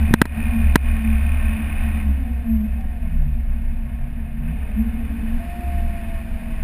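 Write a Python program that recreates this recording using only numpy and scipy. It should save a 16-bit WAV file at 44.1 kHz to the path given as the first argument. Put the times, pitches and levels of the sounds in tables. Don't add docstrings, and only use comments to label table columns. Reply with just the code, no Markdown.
import sys
import numpy as np
from scipy import signal
from scipy.fft import rfft, irfft
from scipy.io import wavfile
from scipy.ndimage import minimum_filter1d

SR = 44100
rng = np.random.default_rng(int(sys.argv[2]) if len(sys.argv) > 2 else 0)


def dump_mix(stems):
    frames = np.atleast_2d(stems).T
    limited = np.clip(frames, -1, 1)
    pcm = np.round(limited * 32767).astype(np.int16)
    wavfile.write(sys.argv[1], SR, pcm)


N = 292383

# time_s, firing_hz
FIRING_RATE = [(0, 75), (2.0, 73), (2.12, 68), (2.5, 56.2), (2.8, 48.2), (3.1, 40), (3.42, 32.4),
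               (4.32, 33.1), (4.5, 39), (4.73, 50.5), (4.83, 58.3), (5.0, 64.5), (5.31, 76), (5.4, 84.3),
               (5.48, 87.3), (5.6, 88.4), (6.0, 85.4), (6.3, 82.3), (6.63, 80.3)]
# time_s, clatter_db, firing_tone_db
ENGINE_LEVELS = [(0, -38.5, -18), (.5, -38, -26), (1, -38.5, -36), (1.5, -38, -27), (2.02, -38.5, -24),
                 (2.05, -44, -20.5), (2.4, -49, -34.5), (3.5, -51, -34), (4.38, -51, -35),
                 (4.48, -46, -31.5), (5, -46, -32.5), (5.4, -44, -49), (6, -44.5, -53), (6.63, -45, -52)]
# order, relative_db
LOW_HARMONICS = [(2, -25), (5, -46)]
# pitch_hz, level_db
FOURTH_ORDER_RESPONSE = [(120, -44), (134, -41), (148, -32), (162, -37), (178, -48), (200, -46), (240, -38),
                         (262, -40), (280, -44), (300, -52), (326, -62), (336, -52), (360, -52)]
# order, relative_db
ROUGH_HARMONICS = [(12, 2), (16, -1)]
# pitch_hz, level_db
ROUGH_PASSBAND = [(520, -76), (600, -54), (680, -55), (770, -54), (830, -78)]
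# time_s, gain_db
OVERRUN_GAIN = [(0, -12), (2.15, -12), (2.25, 0), (3.4, 0), (4.3, -7), (6.63, -7)]
# frequency_hz, relative_db
CLATTER_SPECTRUM = [(180, -34.5), (300, -11), (332, -16), (442, -17.5), (583, -12), (1440, -11.5),
                    (2070, -9.5), (2460, -5), (3210, -19.5), (6000, -40), (7800, -71), (13200, -120)]
# centre_hz, width_hz, gain_db
BLOCK_MODES = [(726, 200, 8), (1084.5, 41, 10.5), (1260, 30, 2), (1546, 88, 7), (1827, 120, 9.5),
               (2160, 37, 8), (2532, 71, 7), (2945, 70, 7), (3580, 77, 10), (4260, 110, -12)]
# time_s, level_db
INJECTOR_LEVEL = [(0, -43), (1, -41), (1.45, -42.5), (2.02, -44), (2.04, -66), (4.4, -66), (4.6, -60),
                  (6.63, -58)]
# centre_hz, stage_width_hz
BODY_MODES = [(26, 9.2), (68, 7.3), (228, 17.8)]
# time_s, frame_db, cab_db, bracket_db
BODY_SHAKE = [(0, -27, -28, -30), (1.2, -27.5, -21, -34.5), (2.2, -30, -29, -38), (3.2, -26, -30.5, -39),
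              (4.2, -27.5, -29.5, -37), (5.0, -28, -30.5, -32), (5.4, -34.5, -36, -39.5),
              (5.8, -32.5, -25.5, -40), (6.63, -27.5, -34, -40)]
# centre_s, level_db
TRACK_BUMPS = [(.11, -15.5), (.55, -27), (.92, -15.5), (1.12, -24), (1.42, -20), (1.8, -23), (2.7, -24),
               (3.22, -17.5), (3.5, -25), (3.68, -17.5), (4.03, -20), (4.43, -22.5), (4.96, -21.5),
               (5.34, -19.5), (5.82, -16.5), (6.13, -24), (6.3, -27)]
# centre_s, drive_db
THIRD_ORDER_THROBS = [(.04, -23.5), (.55, -26), (1.08, -19), (1.58, -26), (1.85, -30), (2.06, -29), (5.32, -27)]
# start_s, strength_db, bounce_relative_db
CASE_BLOWS = [(0.139, -11.5, -8), (0.2164, -6, -5.5), (0.255, -20, -4), (.7570, -11, -4.5)]
# pitch_hz, relative_db, t60_s
STRUCK_MODES = [(242, -1.5, 0.019), (472, -10.5, 0.027), (654, -14, 0.015), (953, -2, 0.0083),
                (1505, 1, 0.0077), (1757, -1.5, 0.015), (2820, -40, .008), (3160, -16, 0.0043),
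                (4060, -15.5, 0.023), (5000, -6, 0.0031)]
# start_s, strength_db
MOUNT_JOLTS = [(0.092, -14), (.109, 1), (.116, -25)]
# time_s, level_db
WHINE_LEVEL = [(0, -58), (2, -59), (2.3, -57), (2.7, -61), (3, -74), (5.36, -72), (5.40, -42), (5.55, -38),
               (5.75, -37), (6, -41), (6.18, -43), (6.24, -50), (6.63, -52)]
# time_s, level_db
DRIVELINE_LEVEL = [(0, -22.5), (.35, -28.5), (.62, -20), (.95, -20.5), (1.3, -31.5), (2.3, -27), (3.4, -24),
                   (4.2, -33.5), (5.2, -27.5), (5.5, -48), (6.63, -45)]
# frequency_hz, relative_db
ROLLING_SPECTRUM = [(8.8, -26.5), (15, -1), (69, -8), (82, -8), (94, -16.5), (133, -20), (175, -18),
                    (231, -12.5), (328, -40.5), (695, -36.5), (788, -47), (939, -44.5), (1040, -55.5),
                    (2560, -45), (6000, -93.5), (7800, -119), (13200, -120)]
# time_s, level_db
ROLLING_LEVEL = [(0, -24), (1, -27), (2, -28.5), (2.6, -29), (3.3, -32), (4, -30.5), (4.6, -28.5),
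                 (5.3, -28), (5.8, -26), (6.2, -28.5), (6.63, -28)]
# centre_hz, width_hz, gain_db
CASE_MODES = [(721, 162, 7.5), (915, 150, 7.5), (1470, 140, 6.5), (1700, 240, 12), (2160, 45, 10),
              (2480, 54, -4), (3535, 150, 12)]
# time_s, level_db
PANEL_LEVEL = [(4.4, -83), (4.55, -54.5), (4.9, -55), (5.25, -53), (5.4, -73)]
# time_s, level_db
INTAKE_LEVEL = [(0, -64.5), (2.0, -69), (2.08, -70.5), (4.4, -75.5), (5.2, -69), (5.45, -64), (6, -65.5),
                (6.63, -67.5)]
# start_s, level_db
CAB_TICKS = [(2.8105, -50), (3.1554, -60)]


def engine_orders(firing_hz, firing_db):
    out = tone(firing_hz, firing_db + 1.1 * drift(8.6))
    for order, db in LOW_HARMONICS:
        out += tone(order * firing_hz, firing_db + db + 1.8 * drift(1.3))
    out += tone(4 * firing_hz, at_hz(FOURTH_ORDER_RESPONSE, 4 * firing_hz) + 3.5 * drift(9))
    overrun_db, = in_time(OVERRUN_GAIN)
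    for order, db in ROUGH_HARMONICS:
        hz = order * firing_hz * (1 + .006 * drift(25))
        out += tone(hz, db + overrun_db + at_hz(ROUGH_PASSBAND, hz) + 3.5 * drift(8))
    return out


def combustion_clatter(firings, clatter_db):
    pulse_db = np.cos(2 * np.pi * firings) + 0.32 * np.cos(np.pi * firings)
    bursts = amp(pulse_db + 0.53 * drift(6.7)) * rng.standard_normal(N)
    return amp(clatter_db) * coloured(bursts, CLATTER_SPECTRUM, BLOCK_MODES)


def injector_rattle(firings, weak_db=-9):
    count = np.floor(firings)
    ticks = np.diff(count, prepend=0) * amp(weak_db * (count % 2) + 1.6 * drift(8))
    cab_wall = signal.butter(2, [2150, 2850], "band", fs=SR, output="sos")
    rattle = signal.sosfilt(cab_wall, ring(ticks, hz=2460, t60_s=.035))
    return amp(in_time(INJECTOR_LEVEL)[0]) * rattle / rattle.std()


def body_boom(swing_hz=25.9):
    boom = np.zeros(N)
    for (hz, width_hz), db in zip(BODY_MODES, in_time(BODY_SHAKE)):
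        shake = resonance(rng.standard_normal(N), hz, width_hz)
        shake = resonance(shake, hz, width_hz)
        boom += amp(db) * shake / shake.std()
    return boom + swells(TRACK_BUMPS, sigma_s=0.042) * tone(swing_hz + 1.87 * drift(3.77), db=0)


def bracket_boom(firing_hz, centre_hz=221, split_hz=11, reach_hz=9, pull_db=2.5):
    third = swells(THIRD_ORDER_THROBS, sigma_s=0.098) * tone(3 * firing_hz, 0.45 * drift(14))
    nearness = np.exp(-.5 * ((4 * firing_hz - centre_hz) / reach_hz) ** 4)
    revving_up = np.gradient(firing_hz) > 0
    fourth = nearness * tone(4 * firing_hz, db=-18 + pull_db * revving_up)
    return sum(resonance(third + fourth, centre_hz + side * split_hz / 2, width_hz=8) for side in (-1, 1))


def case_knocks(bounce_s=.0031, rebound_s=0.00128):
    strengths = amp(1.83 * rng.standard_normal((len(CASE_BLOWS), len(STRUCK_MODES))))
    taps, ringing = np.zeros((2, N))
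    for (hz, mode_db, t60_s), mode_strengths in zip(STRUCK_MODES, strengths.T):
        for (start_s, db, bounce_db), strength in zip(CASE_BLOWS, mode_strengths):
            taps[round(start_s * SR)] = amp(db) * strength
            taps[round((start_s + bounce_s) * SR)] = amp(db + bounce_db) * strength
        ringing -= amp(mode_db) * ring(taps, hz, t60_s)
    hits = impulses(CASE_BLOWS)
    rebound = amp(8) * ring(np.roll(hits, round(rebound_s * SR)), hz=165, t60_s=0.012)
    crack = amp(-17) * decay(hits, tau_s=0.004) * band_noise(850, 3100)
    contact = signal.butter(2, 4000, fs=SR, output="sos")
    return amp(10.5) * (signal.sosfilt(contact, ringing) + rebound + crack)


def mount_thuds():
    lowpass = signal.butter(2, 420, fs=SR, output="sos")
    return signal.sosfilt(lowpass, ring(impulses(MOUNT_JOLTS), hz=120, t60_s=0.017))


def gear_whine(firing_hz, gear_order=8, shaft_order=3.7, shaft_relative_db=-17):
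    whine_db, = in_time(WHINE_LEVEL)
    gear = tone(gear_order * firing_hz, whine_db + 1.5 * drift(12))
    shaft = tone(shaft_order * firing_hz, whine_db + shaft_relative_db + 3.4 * drift(3))
    return gear + shaft


def driveline_hum(start_hz=70.5, slowing_hz_per_s=2.9):
    hz = start_hz - slowing_hz_per_s * np.arange(N) / SR + 0.68 * drift(2.76)
    return tone(hz, in_time(DRIVELINE_LEVEL)[0] + 1.5 * drift(8.1))


def rolling_noise():
    lumpy = amp(0.57 * drift(39) + 0.94 * drift(1)) * rng.standard_normal(N)
    return amp(in_time(ROLLING_LEVEL)[0]) * coloured(lumpy, ROLLING_SPECTRUM, CASE_MODES)


def panel_buzz(centre_hz=442, width_hz=29):
    buzz = band_noise(centre_hz - width_hz / 2, centre_hz + width_hz / 2)
    return amp(in_time(PANEL_LEVEL)[0]) * buzz


def intake_hiss():
    return amp(in_time(INTAKE_LEVEL)[0]) * band_noise(3700, 5300)


def cab_ticks():
    return decay(impulses(CAB_TICKS), tau_s=.002) * band_noise(1200, 4600)


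def amp(db):
    return 10 ** (np.asarray(db) / 20)


def in_time(rows):
    time_s, *columns = np.transpose(rows)
    return [np.interp(np.arange(N) / SR, time_s, column) for column in columns]


def at_hz(spectrum, hz):
    frequency_hz, level_db = np.transpose(spectrum)
    return np.interp(np.log(hz), np.log(frequency_hz), level_db)


def drift(rate_hz, step=40, settle=2000):
    pole = np.exp(-2 * np.pi * rate_hz * step / SR)
    noise = rng.standard_normal(N // step + settle + 2)
    slow = signal.lfilter([1], [1, -2 * pole, pole * pole], noise)[settle:]
    return np.interp(np.arange(N) / step, np.arange(len(slow)), slow / slow.std())


def tone(hz, db):
    return np.sqrt(2) * amp(db) * np.sin(2 * np.pi * (np.cumsum(hz) / SR + rng.random()))


def band_noise(low_hz, high_hz):
    bandpass = signal.butter(2, [low_hz, high_hz], "band", fs=SR, output="sos")
    noise = signal.sosfilt(bandpass, rng.standard_normal(N))
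    return noise / noise.std()


def coloured(x, spectrum, peaks):
    hz = np.maximum(np.fft.rfftfreq(N, 1 / SR), 1)
    gain = amp(at_hz(spectrum, hz))
    for centre_hz, width_hz, db in peaks:
        gain *= amp(db / (1 + (2 * (hz - centre_hz) / width_hz) ** 2))
    shaped = irfft(rfft(x) * gain, N)
    return shaped / shaped.std()


def impulses(rows):
    clicks = np.zeros(N)
    for start_s, db, *_ in rows:
        clicks[round(start_s * SR)] = amp(db)
    return clicks


def decay(clicks, tau_s):
    return signal.lfilter([1], [1, -np.exp(-1 / (tau_s * SR))], clicks)


def swells(rows, sigma_s):
    t = np.arange(N) / SR
    return np.sqrt(sum((amp(db) * np.exp(-.5 * ((t - s) / sigma_s) ** 2)) ** 2 for s, db in rows))


def ring(clicks, hz, t60_s):
    r, w = amp(-60 / (t60_s * SR)), 2 * np.pi * hz / SR
    return signal.lfilter([0, np.sin(w)], [1, -2 * r * np.cos(w), r * r], clicks + 1e-18)


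def resonance(x, hz, width_hz):
    r, w = np.exp(-np.pi * width_hz / SR), 2 * np.pi * hz / SR
    return signal.lfilter([(1 - r * r) / 2, 0, (r * r - 1) / 2], [1, -2 * r * np.cos(w), r * r], x)


def scene():
    firing_hz, = in_time(FIRING_RATE)
    firings = np.cumsum(firing_hz) / SR
    clatter_db, firing_db = in_time(ENGINE_LEVELS)
    engine = engine_orders(firing_hz, firing_db)
    engine += combustion_clatter(firings, clatter_db) + injector_rattle(firings)
    structure = body_boom() + bracket_boom(firing_hz) + case_knocks() + mount_thuds()
    transmission = gear_whine(firing_hz) + driveline_hum()
    background = rolling_noise() + panel_buzz() + intake_hiss() + cab_ticks()
    return (engine + structure + transmission + background)[None]


def record(dry, limit_db=-4, slope=0.83, hold_s=0.01, release_db_s=110, attack_s=0.011,
           converter_hz=12000, cutoff_hz=16100):
    excess_db = np.maximum(20 * np.log10(np.abs(dry[0]) + 1e-9) - limit_db, 0)
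    half_hold = round(hold_s * SR / 2)
    held_db = -minimum_filter1d(-slope * excess_db, size=2 * half_hold + 1, origin=half_hold)
    release_db = release_db_s * np.arange(N) / SR
    duck_db = np.maximum.accumulate(held_db + release_db) - release_db
    pole = np.exp(-1 / (attack_s * SR))
    ducked = dry * amp(-signal.lfilter([1 - pole], [1, -pole], duck_db))
    coarse = np.clip(signal.resample_poly(ducked, converter_hz, SR, axis=1), -1, 1)
    steps = np.repeat(coarse, 4, axis=1)
    wet = signal.resample_poly(steps, SR, 4 * converter_hz, axis=1)[:, :N]
    lowpass = signal.cheby2(16, 80, cutoff_hz, fs=SR, output="sos")
    return signal.sosfilt(lowpass, np.clip(wet, -.98, .98))


dry = scene()
out = record(dry)
dump_mix(out)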